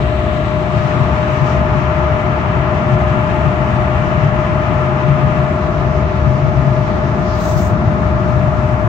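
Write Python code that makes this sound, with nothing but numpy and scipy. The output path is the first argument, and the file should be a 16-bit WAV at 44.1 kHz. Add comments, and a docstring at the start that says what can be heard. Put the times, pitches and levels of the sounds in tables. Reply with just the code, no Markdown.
"""Low flame rumble, rushing air, gas hiss and a blower whine start together: a furnace heard at its sight glass.
Flames, draught and jets are shaped noise ringing in the sheet-metal cabinet, with deep throbs as swelling sines.
The inducer blower adds shaken sines at its blade rate and motor hum; soft strokes of noise, as of a sleeve,
brush past the microphone. Colour and balance shift as the microphone moves."""
import sys
import numpy as np
from scipy import signal
from scipy.fft import rfft, irfft
from scipy.io import wavfile
from scipy.ndimage import uniform_filter1d, minimum_filter1d

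SR = 44100
rng = np.random.default_rng(int(sys.argv[2]) if len(sys.argv) > 2 else 0)


def inscribe(sig):
    """Save sig as 16-bit PCM at rate SR to the path in sys.argv[1].

    A 1-D sig is mono; a 2-D sig holds one channel per row.
    Samples are clipped to [-1, 1] before scaling.
    """
    pcm = np.round(np.clip(np.atleast_2d(sig).T, -1, 1) * 32767)
    wavfile.write(sys.argv[1], SR, pcm.astype(np.int16))


N = 391608
TIME = np.arange(N) / SR
HZ = np.fft.rfftfreq(N, 1 / SR)


def gain_of(db):
    """Decibels to amplitude."""
    return 10 ** (np.asarray(db) / 20)


def evened(x):
    """Scales to rms 1."""
    return x / np.sqrt(np.mean(x ** 2) + 1e-20)


def read(points, hz):
    """Reads a spectrum table along a log-frequency axis."""
    point_hz, value = np.transpose(points)
    return np.interp(np.log(hz + 1), np.log(point_hz + 1), value)


def follow(rows):
    """Draws each column of a time table as a line over every sample."""
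    point_s, *columns = np.transpose(rows)
    return [np.interp(TIME, point_s, column) for column in columns]


def spread(pan_db):
    """Left and right gains whose mean is 1; positive pan leans left."""
    pair = np.array([gain_of(pan_db / 2), gain_of(-pan_db / 2)])
    return pair / pair.mean(0)


def eddies(rate_hz):
    """Random wavering of rms 1: noise dulled above the given rate."""
    noise = rng.standard_normal(N)
    return evened(irfft(rfft(noise) / (1 + (HZ / rate_hz) ** 2), N))


def split(x, hz):
    """Steep crossover: the parts below and above a frequency add up to the whole."""
    low = irfft(rfft(x) / (1 + (HZ / hz) ** 20), N)
    return low, x - low


def surging(x, level_db, span_s):
    """Levels noise by its own smoothed power, then rides it in dB; flutter faster than the span survives."""
    window = signal.windows.hann(int(span_s * SR) * 2)
    power = signal.fftconvolve(x.mean(0) ** 2, window / window.sum(), "same")
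    return x / np.sqrt(abs(power) + 1e-9) * gain_of(level_db)


# resonances of cabinet, heat exchanger and flue: centre_hz, width_hz, lift_db
CABINET_RESONANCES = [(70.5, 11, 5.5), (191, 18, 5), (225.7, 46, 6.5), (297.3, 34, 6.5), (359, 31.4, 6.5),
                      (638.7, 17, 8), (663, 20, 9.5), (699, 22, 8), (762, 68, 3), (858, 51.6, 6),
                      (1024, 71, 5.5), (1200, 12, 6.5), (1234.6, 39, 8), (1355, 62, 6), (1688, 44, 6),
                      (1763, 68, 4), (1970, 220, 2.5), (2308, 65, 4), (3080, 59, 2.5)]
# how alike the two microphone ports hear: frequency_hz, likeness (1 = identical)
PORT_LIKENESS = [(30, 1), (80, 0.85), (360, 0.93), (420, 0.32), (520, 0.88), (620, 0.91), (850, 0.63),
                 (1100, 0.19), (1500, 0.31), (2000, 0.1), (5000, .1), (16000, .1)]
# how far the left port leads: frequency_hz, lead_radians
PORT_LEAD = [(30, -0.5), (70, -0.24), (150, -0.06), (500, 0.5), (850, -0.4), (1050, 2), (1200, 0.5),
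             (1400, 3), (1650, 3.5), (3000, 1), (6000, 1)]
# width is taken at half the lift in dB
RING_DB = sum(lift_db * .5 ** ((2 * (HZ - centre_hz) / width_hz) ** 2)
              for centre_hz, width_hz, lift_db in CABINET_RESONANCES)


def flow(spectrum, pan_db):
    """Turbulent noise rings the cabinet and reaches two ports, more alike in the bass than in the treble."""
    a, b, c, d = rng.standard_normal((4, len(HZ)))
    likeness = np.clip(read(PORT_LIKENESS, HZ), -1, 1)
    left = a + 1j * b
    stranger = c + 1j * d
    right = likeness * left + np.sqrt(1 - likeness ** 2) * stranger
    right = right * np.exp(-1j * read(PORT_LEAD, HZ))
    colour = gain_of(read(spectrum, HZ) + RING_DB)
    ports = irfft(np.array([left, right]) * spread(pan_db) * colour, N)
    return ports / np.std(ports.mean(0))  # the mean of both ports has rms 1


# left minus right across the spectrum, shared by flames, draught and fizz: frequency_hz, pan_db
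PORT_BALANCE = [(60, 5), (92, 3.5), (140, 6.5), (210, 5), (330, 3), (500, 3.5), (770, 3.5), (1170, 5.5),
                (1790, -0.5), (2740, 5), (4190, -3), (6410, 0), (9810, 8.5), (15000, -1.5)]
# relative colour of the fire: frequency_hz, density_db (per Hz)
FLAME_SPECTRUM = [(20.0, -44.5), (32.0, -40.5), (45.0, -23), (56.0, -6.5), (70.0, -8), (112, -2.5),
                  (130, -7.5), (155, -5.5), (210.0, -16), (270.0, -19.5), (390.0, -14), (460.0, -22),
                  (560.0, -23), (900.0, -52.5), (2000.0, -95.5), (5000, -140)]
# drift of the fire, band by band: time_s, rumble_db, body_db, upper_body_db, roar_db
FIRE_LEVEL_DRIFT = [(0.0, -24, -24.5, -28.5, -27), (0.7, -26, -24.5, -25, -27.5),
                    (1.15, -25, -24.5, -23.5, -27), (2.1, -23.5, -23.5, -25, -27),
                    (3.0, -24, -22, -23, -26), (4.3, -24.5, -24, -24, -27.5), (4.75, -24, -24, -22.7, -27),
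                    (4.95, -28, -27, -25, -25.5), (5.2, -25, -28, -22.5, -27),
                    (5.9, -23, -22.3, -25, -26.2), (6.6, -25, -22, -23, -27.5),
                    (6.87, -24.5, -22.5, -25.5, -27.5), (6.95, -24, -30, -22, -26.5),
                    (7.05, -24.5, -20, -22.5, -25.5), (7.35, -22.5, -23.5, -24.5, -27.5),
                    (7.7, -22, -19.5, -19.5, -26.5), (8.1, -24, -20, -22, -27),
                    (8.88, -21.3, -18.5, -25.5, -29.5)]
# flames flare up and boom in the heat exchanger: peak_s, lift_db
FLARE_UPS = [(.79, 8.5), (1.01, 10), (1.42, 9), (1.54, 4), (1.73, 4.5), (2.16, 10.5), (2.93, 4.5),
             (3.04, 5.5), (3.47, 7), (3.81, 4), (4.25, 11), (5.09, 6), (5.28, 3), (6.29, 3), (6.68, 4),
             (7.57, 9), (7.89, 4), (8.35, 3.5), (8.48, 3.5)]
# relative colour of the exchanger's narrow boom: frequency_hz, density_db (per Hz)
BOOM_SPECTRUM = [(60, -65.5), (105, -31), (121, -10), (130, 3), (136, -0.5), (148, -8.5), (170, -31.5),
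                 (300, -79.5), (1000, -140)]
# level of the boom before flares, falling away for about a second: time_s, level_db
BOOM_LEVEL_DRIFT = [(0, -27.5), (.6, -25.5), (1.4, -22), (2.4, -24), (2.9, -21.5), (3.4, -22.5), (4.0, -22),
                    (4.9, -21), (5.1, -18.5), (5.4, -17), (5.65, -32), (5.85, -19), (6.1, -27), (6.3, -17),
                    (6.85, -17), (6.96, -39), (8.05, -34), (8.3, -20), (8.88, -26)]


def flames(rumble_hz=88, body_hz=148, roar_hz=260, surge_s=0.16, surge_hz=7, flare_half_width_s=0.024,
           low_surge_db=1.1, roar_surge_db=0.33, boom_surge_db=1.5, boom_pan_db=8):
    """Combustion noise surges apart in four bands; a narrow exchanger boom joins, and flares lift it and the body."""
    rumble_db, body_db, upper_db, roar_db = follow(FIRE_LEVEL_DRIFT)
    boom_db, = follow(BOOM_LEVEL_DRIFT)
    flare_db = sum(lift_db * np.exp(-((TIME - peak_s) / flare_half_width_s) ** 2)
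                   for peak_s, lift_db in FLARE_UPS)
    rumble, rest = split(flow(FLAME_SPECTRUM, read(PORT_BALANCE, HZ)), rumble_hz)
    body, rest = split(rest, body_hz)
    upper, roar = split(rest, roar_hz)
    boom = flow(BOOM_SPECTRUM, np.full(len(HZ), boom_pan_db))
    parts = [(rumble, rumble_db, low_surge_db),
             (body, body_db + flare_db, low_surge_db),
             (upper, upper_db, low_surge_db),
             (roar, roar_db, roar_surge_db),
             (boom, boom_db + flare_db, boom_surge_db)]
    return sum(surging(part, level_db + depth_db * eddies(surge_hz), surge_s)
               for part, level_db, depth_db in parts)


# deep throbs of the fire, rms level at the crest before panning: crest_s, half_width_s, level_db
FIRE_THROBS = [(.05, .05, -22), (.17, 0.044, -18), (.32, 0.045, -19), (1.13, 0.049, -18), (1.61, .05, -18),
               (2.01, 0.11, -19), (2.54, 0.066, -21.5), (3.04, 0.039, -19), (3.43, 0.044, -21),
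               (3.88, .06, -21), (6.03, 0.081, -20), (6.23, .04, -16), (6.59, .07, -19.5), (8.07, .07, -15)]


def throbs(throb_hz=72, pan_db=4.3):
    """A surge of the fire sets the lowest cabinet resonance swinging: a sine under a bell-shaped swell."""
    out = np.zeros(N)
    phases = rng.random(len(FIRE_THROBS))  # in turns
    for (crest_s, half_width_s, level_db), phase in zip(FIRE_THROBS, phases):
        swell = gain_of(level_db) * np.exp(-((TIME - crest_s) / half_width_s) ** 2)
        out += swell * np.sqrt(2) * np.sin(2 * np.pi * (throb_hz * TIME + phase))
    return spread(pan_db)[:, None] * out


# relative colour of the drawn air: frequency_hz, density_db (per Hz)
DRAUGHT_SPECTRUM = [(350.0, -61), (560.0, -16.5), (620.0, -0.5), (730.0, -5.5), (1250.0, -6), (1450.0, -8),
                    (1800.0, -16.5), (2500.0, -32.5), (6000.0, -81)]
# air rush before its trim, loudest with the microphone right at the glass: time_s, level_db
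RUSH_LEVEL = [(0.0, -29.5), (0.55, -28.5), (1.0, -24.5), (1.7, -24), (4.0, -24.5), (5.3, -25), (6.1, -28),
              (7.2, -26.5), (8.88, -26.5)]


def draught(trim_db=2.0, flue_hz=740, flue_db=-25.5):
    """Air drawn through the cabinet: low flue noise holds level while the upper rush depends on where one stands."""
    rush_db, = follow(RUSH_LEVEL)
    flue, rush = split(flow(DRAUGHT_SPECTRUM, read(PORT_BALANCE, HZ)), flue_hz)
    return flue * gain_of(flue_db) + rush * gain_of(rush_db + trim_db)


# relative colour of the burner jets: frequency_hz, density_db (per Hz)
JET_SPECTRUM = [(700.0, -37.5), (1400.0, -3.5), (1900.0, 1), (2700.0, -1.5), (3500.0, -13.5),
                (4500.0, -25.5), (9000.0, -61), (11500, -60.5), (14000, -47), (16000, -46.5)]
# jets before their trim, shaded once the microphone shifts aside: time_s, level_db, pan_db (left minus right)
JET_LEVEL_DRIFT = [(0.0, -37, 4), (.6, -38, 7), (1.0, -36, 6.5), (3.3, -36, 6), (4.8, -36.5, 5.6),
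                   (5.35, -36.5, 5.4), (5.7, -39, -2), (7.1, -39.5, 0.5), (7.7, -40.5, 6), (8.4, -40, 3),
                   (8.88, -39.5, 4)]
# relative colour of the fine gas hiss: frequency_hz, density_db (per Hz)
FIZZ_SPECTRUM = [(1500.0, -43), (3500.0, 0), (4500.0, -4), (6000.0, -5.5), (7500.0, -12), (8500.0, -20),
                 (10000.0, -39.5), (12000.0, -36), (14000.0, -29.5), (16000.0, -28.5)]
# gains of the fizz before its wavering: time_s, lower_and_middle_db, top_db
FIZZ_LEVEL_DRIFT = [(0, -52.5, -53), (1, -48.5, -49), (2.6, -50.5, -50), (3.7, -49.5, -48),
                    (4.5, -49.5, -49.5), (5.3, -49.5, -48.5), (6.2, -49.5, -52), (7, -48.5, -50),
                    (8.0, -49.5, -51.5), (8.75, -51, -49.5)]
# relative colour of the brighter hiss in front of the panel: frequency_hz, density_db (per Hz)
PANEL_SPECTRUM = [(1900, -30), (2500, 4), (2900, 7.5), (3300, 3.5), (3900, 4.5), (4700, -9), (6000, -20.5),
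                  (7700, -10), (10000, -36), (12500, -28), (16000, -25.5)]
# panel hiss before gusts, fading as the microphone reaches the glass: time_s, level_db
PANEL_LEVEL_DRIFT = [(0, -42.5), (.6, -45), (1.3, -47.5), (1.6, -71.5), (8.88, -83.5)]


def jets(trim_db=2, gust_db=0.59, gust_hz=12, panel_pan_db=7, shade_hz=2450, shade_share=.4,
         fizz_split_hz=4600, top_split_hz=6800, waver_db=0.9, waver_hz=5):
    """Gas hisses out of the orifices, gusting as a whole, while each band of its fine fizz wavers on its own."""
    level_db, pan_db = follow(JET_LEVEL_DRIFT)
    centred = np.zeros(len(HZ))
    dull, bright = split(flow(JET_SPECTRUM, centred), shade_hz)
    shade_db = shade_share * (level_db - level_db.max())  # the bright part is shaded most
    body = (dull + bright * gain_of(shade_db)) * spread(pan_db) * gain_of(level_db + trim_db)

    low, rest = split(flow(FIZZ_SPECTRUM, read(PORT_BALANCE, HZ)), fizz_split_hz)
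    middle, top = split(rest, top_split_hz)
    fizz_db, top_db = follow(FIZZ_LEVEL_DRIFT)
    bands = [(low, fizz_db), (middle, fizz_db), (top, top_db)]
    fizz = sum(band * gain_of(band_db + waver_db * eddies(waver_hz)) for band, band_db in bands)

    panel_db, = follow(PANEL_LEVEL_DRIFT)
    panel = flow(PANEL_SPECTRUM, centred + panel_pan_db) * gain_of(panel_db)
    return (body + fizz + panel) * gain_of(gust_db * eddies(gust_hz))


# tones of 11 blades and 18 rotor bars, level before the blower drift, shading and panning:
# shaft_order, mains_order, level_db, flutter_share
BLOWER_TONES = [(11, 0, -23.5, 0.15), (22, 0, -47.5, 0.82), (0, 2, -34.5, 0.12), (0, 8, -47, 0.075),
                (0, 10, -42.5, 0.11), (18, -2, -40.5, 0.6), (18, 0, -41.5, 0.33), (19, 0, -50.5, 0.17),
                (18, 2, -38.5, 0.31), (19, 2, -43, 0.6), (18, 4, -50.5, .2)]
# drift applied to all the tones: time_s, offset_db
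BLOWER_LEVEL_DRIFT = [(0, 0.29), (1.2, 0.62), (3, 0.2), (5, 0.31), (6.2, -0.52), (7.5, -0.94),
                      (8.88, -0.73)]


def blower(shaft_hz=55.56, mains_hz=60, flutter_hz=9, pan_db=8.0, shade_share=0.48, shade_above_hz=800):
    """Blade tones and magnetic hum at constant speed; eddies at the wheel shake each tone in level and phase."""
    out = np.zeros(N)
    # high tones come through the glass, fading with the air rush when the microphone moves aside
    rush_db, = follow(RUSH_LEVEL)
    shade = gain_of(shade_share * (rush_db - rush_db.mean()))
    for shaft_order, mains_order, level_db, flutter_share in BLOWER_TONES:
        pitch_hz = shaft_order * shaft_hz + mains_order * mains_hz
        shake = 1 + flutter_share * (eddies(flutter_hz) + 1j * eddies(flutter_hz))
        carrier = np.exp(2j * np.pi * (pitch_hz * TIME + rng.random()))
        tone = evened((shake * carrier).real)
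        out += gain_of(level_db) * tone * (shade if pitch_hz > shade_above_hz else 1)
    offset_db, = follow(BLOWER_LEVEL_DRIFT)
    return spread(pan_db)[:, None] * out * gain_of(offset_db)


# soft strokes, as of a sleeve, gains at full speed before catching:
# middle_s, length_s, hiss_db, centre_hz, air_db, pan_db (left minus right)
SLEEVE_BRUSHES = [(.8, .28, -51, 5000, -73, -5), (1.33, .08, -58, 7000, -62, 8),
                  (1.39, .16, -50, 5800, -72, -5), (1.497, .2, -49, 5700, -65, -7),
                  (1.8, .14, -57, 5600, -79, -3), (5.65, .14, -51, 3700, -80, 0),
                  (5.8, .1, -50, 3800, -80, -3), (6.92, .18, -54, 4400, -77, 2),
                  (7.323, 0.23, -44.5, 5030, -64, -4), (7.448, 0.27, -47, 4100, -66, -3),
                  (7.49, 0.33, -42.5, 6400, -49, 0), (7.59, .08, -43, 5300, -58, -3),
                  (7.63, 0.23, -45, 6600, -50, 1)]
# relative colour of the rubbing cloth: frequency_ratio (times the stroke's centre_hz), density_db (per Hz)
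CLOTH_HISS_SPECTRUM = [(.3, -43), (.55, -8.5), (.75, -5.5), (1, 0), (1.2, -6), (1.42, -16.5), (1.65, -32),
                       (2.5, -59)]
# relative colour of the cloth's airy top: frequency_hz, density_db (per Hz)
CLOTH_AIR_SPECTRUM = [(6000, -44.5), (9000, -13.5), (10400, -22.5), (12200, -9), (13500, -5), (15200, 1.5),
                      (16000, -3.5)]


def sleeve(air_pan_db=5.0, hiss_power=1.5, air_power=1.4, catch_db=1.0, catch_hz=30):
    """Cloth speeds up, slows and catches unevenly; strokes hiss at their own pitch, airy top opening with speed."""
    air = flow(CLOTH_AIR_SPECTRUM, np.full(len(HZ), air_pan_db))
    out = np.zeros((2, N))
    for middle_s, length_s, hiss_db, centre_hz, air_db, pan_db in SLEEVE_BRUSHES:
        at = np.flatnonzero(abs(TIME - middle_s) < length_s / 2)
        speed = abs(np.cos(np.pi * (TIME[at] - middle_s) / length_s))
        hiss_spectrum = np.multiply(CLOTH_HISS_SPECTRUM, [centre_hz, 1])
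        hiss = flow(hiss_spectrum, np.zeros(len(HZ)))[:, at]
        stroke = gain_of(hiss_db) * hiss * speed ** hiss_power
        stroke += gain_of(air_db) * air[:, at] * speed ** air_power
        out[:, at] += spread(pan_db)[:, None] * stroke
    return out * gain_of(catch_db * eddies(catch_hz))


def scene():
    """Flames and their throbs, draught, gas jets and blower together, and the brushing sleeve."""
    return flames() + throbs() + draught() + jets() + blower() + sleeve()


def record(dry, edge_hz=15850):
    """A smooth limiter holds peaks over full scale; then very short fades at the ends and a low-pass."""
    headroom = 1 / np.maximum(abs(dry).max(0), 1)
    held = minimum_filter1d(headroom, size=600)
    gain = uniform_filter1d(uniform_filter1d(held, size=300), size=300)
    ends = signal.windows.tukey(N, .0005)
    low_pass = signal.firwin(511, edge_hz, window=("kaiser", 9), fs=SR)
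    return signal.oaconvolve(dry * gain * ends, low_pass[None], "same")


dry = scene()
out = record(dry)
inscribe(out)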